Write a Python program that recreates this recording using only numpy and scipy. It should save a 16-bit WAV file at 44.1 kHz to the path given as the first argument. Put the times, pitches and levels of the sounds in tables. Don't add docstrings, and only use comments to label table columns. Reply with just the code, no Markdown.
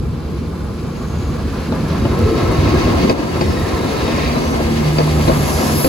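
import sys
import numpy as np
from scipy import signal
from scipy.fft import rfft, irfft, next_fast_len
from scipy.io import wavfile
from scipy.ndimage import uniform_filter1d

SR = 44100
rng = np.random.default_rng(int(sys.argv[2]) if len(sys.argv) > 2 else 0)


def unload_wav(signal):
    wavfile.write(
        sys.argv[1],
        SR,
        np.round(np.clip(np.atleast_2d(signal).T, -1, 1) * 32767).astype(np.int16),
    )


N = 259308
T = np.arange(N) / SR
HZ = np.maximum(np.arange(N // 2 + 1) * SR / N, 1)
RIM_HZ = 2543


def from_db(db):
    return 10 ** (np.asarray(db) / 20)


def rms_one(x):
    return x / np.sqrt(np.mean(x ** 2) + 1e-20)


def in_time(rows):
    s, value = np.transpose(rows)
    return np.interp(T, s, value)


def over_hz(points):
    hz, value = np.transpose(points)
    return np.interp(np.log(HZ), np.log(hz), value)


def white():
    return rng.standard_normal(len(HZ)) + 1j * rng.standard_normal(len(HZ))


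def drift(rate_hz):
    return rms_one(irfft(white() / (1 + (HZ / rate_hz) ** 2), N))


def arrive(x, lead_ms, left_db=0):
    half = np.exp(1j * np.pi * HZ * lead_ms / 1000) * from_db(left_db / 2)
    return irfft(rfft(x) * np.array([half, 1 / half]), N)


def passing(s, half_s):
    return 1 / (1 + ((T - s) / half_s) ** 2)


def swell(s, half_s):
    return np.exp(-((T - s) / half_s) ** 2)


def plateau(s, half_s):
    return 1 / (1 + ((T - s) / half_s) ** 6)


def distance_db(behind_m=0):
    speed_m_per_s, track_m, arrival_m = 9.2, 6.86, 22
    ahead_m = np.maximum(arrival_m + behind_m - speed_m_per_s * T, 0)
    return 20 * np.log10(track_m / np.hypot(track_m, ahead_m))


def lifts_db():
    # loudest in seconds, half length in seconds, lift in dB.
    boom_rows = [(0.033, 0.081, 8), (.33, 0.066, 6.5), (1.25, 0.065, 5.5), (1.473, 0.039, 3.5),
                 (2.056, 0.042, 3.5), (2.26, 0.044, 5.5), (2.6, 0.72, 5.5), (3.537, 0.13, 7),
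                 (4.456, 0.17, 1), (5.356, 0.16, 4.5)]
    # loudest in seconds, half length in seconds,
    # then the lift in dB of bogie roar, rail roar and wheel hiss.
    bogie_rows = [(2.0, 0.22, 0.5, 1.5, 0.5), (2.92, 0.66, 3, 4.9, 5.4), (4.16, 0.4, -1, 4, 4.5),
                  (4.95, 0.39, -1.8, 0.5, 3), (5.755, 0.59, 0.3, 4, 5)]
    boom_in_bogie = 0.34
    boom = sum(db * swell(s, half_s) for s, half_s, db in boom_rows)
    bogie, rail, wheel = sum(np.outer(dbs, swell(s, half_s)) for s, half_s, *dbs in bogie_rows)
    return boom, bogie + boom_in_bogie * boom, rail, wheel


def ripple(depth_db, spacing_hz):
    hz = np.arange(0, SR, spacing_hz)
    uneven = np.interp(HZ, hz, rng.standard_normal(len(hz)))
    return from_db(depth_db * uneven * np.minimum(HZ / 700, 1))


def rolling(ahead_ms=0.0078, flutter_hz=12, ripple_db=3.0, spacing_hz=35):
    # pitch in Hz, relative level in dB per Hz.
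    far_colour = [(20, -28), (42, 1), (66, 11), (120, 2.5), (230, -5.5), (480, -11), (600, -25), (750, -29),
                  (1100, -26), (1300, -30), (1500, -35), (1750, -38), (2200, -35), (3200, -39.5),
                  (4500, -38.5), (6000, -45.5), (12000, -93), (16000, -55)]
    near_colour = [(20, -39), (45, 3.5), (85, 9.5), (130, 1.5), (330, 1), (550, -10), (780, -14.5),
                   (1100, -17.5), (1450, -21.5), (2000, -21.5), (2500, -20), (3200, -27.5), (4600, -24.5),
                   (5200, -30), (6500, -33), (11500, -88), (16000, -40)]
    # time in seconds, share of power from 0 to 1.
    abeam_rows = [(0, 0.15), (1.6, 0), (2.3, 0.13), (3.1, 0.77), (3.7, 0.33), (4.4, 0.97), (5.2, 0.46),
                  (5.88, 0.66)]
    # pitch in Hz, share of power from 0 to 1.
    scatter_rows = [(50, 0), (150, 0.09), (350, 0.01), (700, 0.65), (1100, 0.22), (2000, 0.56),
                    (4000, 0.48), (8000, 0.56), (15000, 0.2)]
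    # level alongside in dB before lifts,
    # share of the distance loss, flutter in dB, how much louder on the left in dB, left lead in ms.
    parts = [(-25, 0.26, 2.5, -1.5, 0.58), (-22.5, 0.52, 1.24, 3, 0.72), (-28.5, 0.88, 1.57, 2.5, 0.29),
             (-36, 1, 1.28, 0, 0.64)]
    abeam, scatter = in_time(abeam_rows), over_hz(scatter_rows)
    near = np.interp(T, [1.3, 2.4], [0, 1])
    below = [1 / (1 + (HZ / edge) ** 8) for edge in (150, 560, 1600)]
    zones = np.sqrt(np.abs(np.diff([np.zeros_like(HZ), *below, np.ones_like(HZ)], axis=0)))
    colours = [from_db(over_hz(rows)) * ripple(ripple_db, spacing_hz) for rows in (far_colour, near_colour)]
    out, loss_db = 0, distance_db()
    for zone, lift_db, part in zip(zones, lifts_db(), parts):
        level_db, loss_share, flutter_db, left_db, lead_ms = part
        shares = (1 - scatter, 1 - scatter, scatter, scatter)
        noises = np.array([white() * np.sqrt(share) for share in shares])
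        far, close = (rms_one(irfft(noises * zone * colour, N)) for colour in colours)
        paths = (1 - near) * far + near * close
        from_ahead = np.sqrt(1 - abeam) * arrive(paths[0], ahead_ms)
        from_left = np.sqrt(abeam) * arrive(paths[1], lead_ms, left_db)
        sound = from_ahead + from_left + paths[2:]
        sound = sound / np.sqrt(uniform_filter1d(sound.mean(0) ** 2, size=SR // 5))
        gain_db = level_db + loss_share * loss_db + lift_db + flutter_db * drift(flutter_hz)
        out = out + sound * from_db(gain_db)
    return out


def engine(block_db=-31, clatter_db=-39, rough=0.16, block_rough=0.36):
    # time in seconds, average firing rate in Hz.
    firing = [(0, 77.39), (2.5, 77.13), (4.0, 76.45), (4.9, 75.5), (5.3, 75.6), (5.6, 74), (5.88, 72.9)]
    # multiple of the firing rate, level from afar in dB.
    drone_rows = [(1, -34), (2, -32.5), (3, -37.5)]
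    # multiple, loudest in seconds, half length in seconds, level in dB.
    swell_rows = [(1, 4.44, 0.18, -26.5), (1, 5.15, 0.39, -27.5), (1, 5.2, .04, -23), (1, 5.53, .04, -22),
                  (2, 4.31, 0.12, -28), (2, 5.1, .41, -19.5), (2, 5.02, .24, -30), (2, 5.74, 0.11, -25),
                  (3, 4.52, .2, -26.5), (3, 4.755, 0.07, -19.5), (3, 5.25, 0.32, -28), (3, 5.7, .1, -22.5)]
    # multiple of the firing rate, relative level in dB.
    block_rows = [(3.67, -36.5), (4.33, -15), (5.5, -2.5), (6.33, -33), (8.17, -7), (9, -31), (10.33, -5),
                  (15.5, -17)]
    # abeam in seconds, relative level in dB.
    engine_rows = [(2.8, -7), (5.75, 3.5)]
    pass_half_s = 0.84
    turns = np.cumsum(in_time(firing) * (1 + 0.007 * drift(7.9))) / SR
    drone = 0
    for k, far_db in drone_rows:
        swells = sum(from_db(db) * plateau(s, half_s) for multiple, s, half_s, db in swell_rows if multiple == k)
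        level = np.hypot(from_db(far_db), swells) * (1 + rough * drift(7))
        drone = drone + level * np.sqrt(2) * np.sin(2 * np.pi * (k * turns + rng.random()))
    block = 0
    for k, db in block_rows:
        level = from_db(db) * (1 + block_rough * drift(6.6))
        block = block + level * np.sin(2 * np.pi * (k * turns + 0.1 * drift(7.1)))
    rasp_colour = over_hz([(300, -19), (900, 56), (4500, 48), (8000, -74), (16000, -83)])
    rasp = irfft(white() * from_db(rasp_colour), N)
    clatter = rms_one(rasp * np.exp(-4 * (turns % 1)))
    nearness = sum(from_db(db) * passing(s, pass_half_s) for s, db in engine_rows)
    casing = nearness * (from_db(block_db) * block + from_db(clatter_db) * clatter)
    return arrive(drone, 0.065, -0.93) + arrive(casing, 0.27, 4.0)


def wavering_tone(s, hz, length_s, glide, width_hz):
    place = (T - s) / length_s
    heard = np.abs(place) < .5
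    place, out = place[heard], np.zeros(N)
    count = next_fast_len(len(place) + 2)
    shape = 1 / (1 + (np.fft.fftfreq(count, 1 / SR) / width_hz) ** 2)
    wander = np.fft.ifft(white()[:count] * shape)[:len(place)]
    carrier = np.exp(2j * np.pi * np.cumsum(hz * (1 + glide * place)) / SR)
    tone = np.real(wander / np.abs(wander) ** .5 * carrier)
    out[heard] = np.cos(np.pi * place) * rms_one(tone)
    return out


def hums_and_singing(flicker_db=2.5, squeal_width_hz=17):
    # loudest in seconds, pitch in Hz, level in dB,
    # length in seconds, glide as a share of the pitch, width in Hz.
    hum_rows = [(0.025, 60, -24, .22, 0, 6.6), (.06, 112, -25, .25, 0, 14),
                (0.301, 344.6, -35, .9, 0.002, 20), (2.55, 145, -24, 0.87, 0.0013, 25),
                (1.95, 189.5, -25, 0.71, 0.0066, 37), (2.3, 445, -20.5, 0.3, -0.12, 16),
                (2.62, 96, -20.5, .45, -0.014, 9.1), (2.852, 336.2, -27.5, 0.98, -0.0185, 12),
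                (3.05, 214.5, -18.5, .2, -0.065, 33), (3.95, 445.4, -30.5, 0.99, -0.066, 14),
                (4.11, 238, -22.5, .17, 0, 8), (4.38, 249, -23, 0.32, -0.046, 6.7),
                (4.85, 338, -27.5, 0.49, -.02, 6), (5.7, 320, -24, .13, -.04, 5)]
    # pitch in Hz before shifting, relative level in dB, width in Hz.
    wheel_tones = [(1093, -41, 7.1), (1300, -50.5, 11), (1900, -54, 30), (3776, -48.5, 14),
                   (4120, -50.5, 14)]
    # loudest in seconds, length in seconds,
    # relative level in dB, brightening in dB per octave, pitch ratio, glide as a share of the pitch.
    singing_rows = [(0.697, 3.34, -10, -2, 0.95, 0.0012), (2.66, 1.6, 4.5, -1.5, 1, -.004),
                    (3.97, 1.4, -1, 2, 0.99, -.028)]
    # loudest in seconds, pitch in Hz, level in dB,
    # length in seconds, glide as a share of the pitch.
    squeal_rows = [(1.08, 1095, -45, .35, 0), (2.3, 1300, -38.5, .5, -.005), (3.45, 3755, -42, .12, 0),
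                   (3.57, 1292, -39, .28, -.005), (3.6, 3758, -41.5, .15, -.002),
                   (3.83, 4085, -42, .2, -.004), (4.11, 3715, -39.5, .13, -.005),
                   (4.23, 3695, -41, .14, -.004), (4.24, 4060, -40, .08, -.006),
                   (4.33, 4610, -41.5, .3, -.012), (4.36, 4035, -40, .11, -.007)]
    out = 0
    for s, length_s, db, bright_db, ratio, glide in singing_rows:
        for hz, tone_db, width_hz in wheel_tones:
            octaves = np.log2(hz / wheel_tones[0][0])
            level_db = db + tone_db + bright_db * octaves + flicker_db * drift(11)
            out = out + from_db(level_db) * wavering_tone(s, hz * ratio, length_s, glide, width_hz)
    for s, hz, db, length_s, glide, width_hz in hum_rows:
        out = out + from_db(db) * wavering_tone(s, hz, length_s, glide, width_hz)
    for s, hz, db, length_s, glide in squeal_rows:
        out = out + from_db(db) * wavering_tone(s, hz, length_s, glide, squeal_width_hz)
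    return arrive(out, 0.0068, 0.68)


def air(flutter_db=1.0, spread=0.033, lead_ms=0.2767):
    # pitch in Hz, relative level in dB.
    air_colour = [(2500, -6), (4800, 6), (7500, 2), (11500, 2.5), (16000, -10.5)]
    alongside_db, behind_m = -41.5, 5.7
    rush_s, rush_half_s, rush_db = 5.91, 0.59, -32
    colour = from_db(over_hz(air_colour))
    direct, left, right = (rms_one(irfft(white() * colour, N)) for _ in range(3))
    hiss = arrive(direct, lead_ms) + spread * np.array([left, right])
    steady = from_db(alongside_db + distance_db(behind_m))
    level = np.hypot(steady, from_db(rush_db) * passing(rush_s, rush_half_s))
    return hiss / hiss.mean(0).std() * level * from_db(flutter_db * drift(90))


def ticks(fade_s=.0006):
    # start in seconds, level at the start in dB.
    tick_rows = [(.33, -48), (2.19, -30)]
    colour = over_hz([(6000, -25), (11000, 0), (16000, 0), (18000, -20)])
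    bright = rms_one(irfft(white() * from_db(colour), N))
    bursts = sum(from_db(db) * (T >= s) * np.exp(-np.abs(T - s) / fade_s) for s, db in tick_rows)
    return arrive(bright * bursts, 0)


def scrapes(size_spread_db=3.0):
    # loudest in seconds, half length in seconds, level in dB,
    # lowest pitch in Hz, highest pitch in Hz, slips per second, rise time of a slip in seconds, left lead in ms.
    scrape_rows = [(1.15, .24, -50, 6200, 7000, 400, .004, 0.0077),
                   (1.7, .4, -41, 924, 1800, 350, 0.0023, 0), (3.5, .08, -41, 5000, 5550, 300, .003, 0),
                   (3.6, 0.29, -38.5, 1750, 1950, 90, .005, 0),
                   (4.21, .16, -31.5, 1800, 2750, 600, 0.0021, 0.0044),
                   (4.18, .25, -40.5, 3600, 5400, 200, .004, 0.02),
                   (4.48, .1, -41.5, 5400, 6300, 400, 0.0034, 0),
                   (5.58, .07, -37, 4700, 5000, 240, .005, 0.2),
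                   (5.67, .05, -37.5, 5150, 5450, 300, .004, 0.2),
                   (5.59, .2, -34, 5100, 7100, 1800, .0018, 0.167),
                   (5.79, .08, -34, 4250, 5400, 260, .004, 0.24),
                   (5.55, .25, -34.5, 10200, 12400, 1400, .001, 0.268),
                   (5.82, .085, -25.5, 10300, 12600, 3000, .0006, 0.268),
                   (5.8, .16, -39, 12500, 15500, 2000, .0005, 0.26)]
    out = 0
    for s, half_s, db, low_hz, high_hz, rate, slip_s, lead_ms in scrape_rows:
        age = T[:int(8 * slip_s * SR)]
        shape = age / slip_s * np.exp(-age / slip_s)
        slips = np.zeros(N + SR)
        for k, (late, pitch, phase, size) in enumerate(rng.random((2000, 4))):
            start = s - 2 * half_s + (k + 2 * late) / rate
            if 0 < start < min(s + 2 * half_s, T[-1]):
                i = int(start * SR)
                hz = low_hz + pitch * (high_hz - low_hz)
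                gain = from_db(size_spread_db * np.sqrt(12) * size)
                slips[i:i + len(age)] += gain * shape * np.sin(2 * np.pi * (hz * age + phase))
        slips = slips[:N] / slips[:N][np.abs(T - s) < 2 * half_s].std()
        out = out + arrive(from_db(db) * swell(s, half_s) * slips, lead_ms)
    return out


def thumps(level_db=-7.0, rise_s=0.0082, lead_ms=0.3):
    # start in seconds, relative peak level in dB, pitch in Hz.
    thump_rows = [(1.284, -10, 78.1), (1.449, -9, 225), (1.715, -7, 242), (1.904, -7.5, 156),
                  (2.022, -8, 231), (2.05, -7, 274), (2.054, -5, 126), (2.188, -8.5, 236),
                  (2.234, -6, 88.8), (2.252, -6, 425), (2.315, -7.5, 333), (2.424, -5, 102),
                  (2.427, -8, 349), (2.589, -5, 83.4), (2.674, -4.5, 230), (2.733, -7, 344),
                  (2.849, -3, 75.4), (2.865, -8, 392), (2.874, -5.5, 240), (3.039, -3, 194),
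                  (3.042, -5, 263), (3.053, -7, 392), (3.082, -7, 225), (3.098, -4.5, 366),
                  (3.188, -5, 304), (3.363, -9, 344), (3.409, -8, 154), (3.484, -6, 72.7), (4.61, -9, 285),
                  (4.986, -6.5, 355), (4.997, -8.5, 470), (5.28, -7, 344), (5.29, -6.5, 645),
                  (5.852, -8, 532), (5.857, -6, 290)]
    out = 0
    for s, db, hz in thump_rows:
        age = np.clip(T - s, 0, 20 * rise_s)
        shape = age / rise_s * np.exp(1 - age / rise_s)
        out = out + from_db(db + level_db) * shape * np.sin(2 * np.pi * hz * age)
    return arrive(out, lead_ms)


def rim_ring(age, upper_hz, rise_s=0.0024, lower_db=-1.5):
    lower, upper = (np.sin(2 * np.pi * (hz * age + rng.random())) for hz in (RIM_HZ, upper_hz))
    return (from_db(lower_db) * lower + upper) * age / rise_s * np.exp(1 - age / rise_s)


def knocks(thud_db=2.0, click_db=-20.5, ring_db=-20.5, crack_db=-23, shake_s=0.007, left_db=3):
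    # start in seconds, relative thud level in dB, left lead in ms,
    # relative steel click level in dB, click centre in Hz, click fade time in seconds, relative rim ring level in dB.
    knock_rows = [(1.722, -5, 0.17, -13, 3820, .01, -14), (2.051, -3.5, 0.12, -11, 2960, .01, -12),
                  (2.674, -4.5, 0.032, -13, 2600, .01, -13), (2.865, -2.5, 0.3, -17, 2600, .01, -17),
                  (3.045, -1, 0.49, -16, 2500, .01, -16), (3.096, 4.5, 0.45, 1.5, 4790, .007, 2.5),
                  (3.410, 4, 0.41, -0.5, 4530, .013, -2), (4.078, -4, 0.038, -9, 3750, .012, -9),
                  (4.604, -4, 0.28, -19, 2600, .01, -19), (4.984, 3.5, 0.5, -1, 4720, .008, 1),
                  (5.003, 1.5, .5, -10, 4680, .01, -14), (5.277, 3.5, 0.46, -3, 4020, .014, -8),
                  (5.294, 3.5, .46, -11, 4020, .01, -14), (5.844, 5, 0.48, -0.5, 4560, .012, -4)]
    # pitch in Hz, relative level in dB, time to fade by 60 dB in seconds.
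    wheel_modes = [(171.5, -52, 0.027), (268, -14.5, 0.05), (355, -16.5, 0.08), (452, -22, 0.1),
                   (528, -19, 0.1), (602, -22, 0.067), (655, -20.5, 0.08), (858, -19, 0.066),
                   (1086, -24.5, 0.083), (1730, -57, 0.031)]
    # pitch in Hz, relative level in dB per Hz.
    crack_colour = [(300, -20), (750, 4), (1500, 0), (4500, -7), (7000, -17), (14000, -32)]
    out, age = np.zeros((2, N)), T[:SR // 4]
    for s, level_db, lead_ms, steel_db, centre_hz, click_s, rim_db in knock_rows:
        blow = 0
        for hz, mode_db, t60 in wheel_modes:
            force = rng.standard_normal(len(age)) * np.exp(-age / shake_s)
            decay = from_db(-60 * age / t60)
            ring = signal.fftconvolve(force, decay * np.sin(2 * np.pi * hz * age))[:len(age)]
            ring = rms_one(ring) * np.sqrt(np.mean(decay ** 2) / 2)
            blow = blow + from_db(level_db + mode_db + thud_db) * ring
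        rim = 1 / (1 + 1j * (HZ - centre_hz) / 220) + 0.73 / (1 + 1j * (HZ - RIM_HZ) / 220)
        click = rms_one(irfft(white() * rim * from_db(over_hz([(5000, 3), (9000, -16)])), N)[:len(age)])
        crack = rms_one(irfft(white() * from_db(over_hz(crack_colour)), N)[:len(age)])
        contact = from_db(click_db) * click + from_db(crack_db) * crack
        blow = blow + from_db(steel_db) * contact * np.exp(-age / click_s)
        blow = blow + from_db(ring_db + rim_db) * rim_ring(age, centre_hz)
        out += arrive(np.interp(T - s, age, blow, left=0, right=0), lead_ms, left_db)
    return out


def dip(start_s=3.112, fall_s=0.035, recovery_s=0.18):
    age = np.maximum(T - start_s, 0)
    return from_db(-8 * np.minimum(age / fall_s, 1) * np.exp(-age / recovery_s))


def scene():
    train = rolling() + engine() + hums_and_singing() + scrapes() + thumps() + knocks() + air()
    return train * dip() + ticks()


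def record(dry):
    # pitch in Hz, difference in dB.
    mic_balance = [(130, -0.5), (260, -1.5), (480, 3.5), (900, -0.5), (2000, 0), (4000, -0.5), (8000, -0.5)]
    cutoff_hz = 15800
    heard = irfft(rfft(dry) * from_db(over_hz(mic_balance) * [[.5], [-.5]]), N)
    rounded = heard / (1 + (heard / .95) ** 8) ** (1 / 8)
    low_pass = signal.ellip(10, .05, 60, cutoff_hz, fs=SR, output="sos")
    return signal.sosfiltfilt(low_pass, rounded)


dry = scene()
out = record(dry)
unload_wav(out)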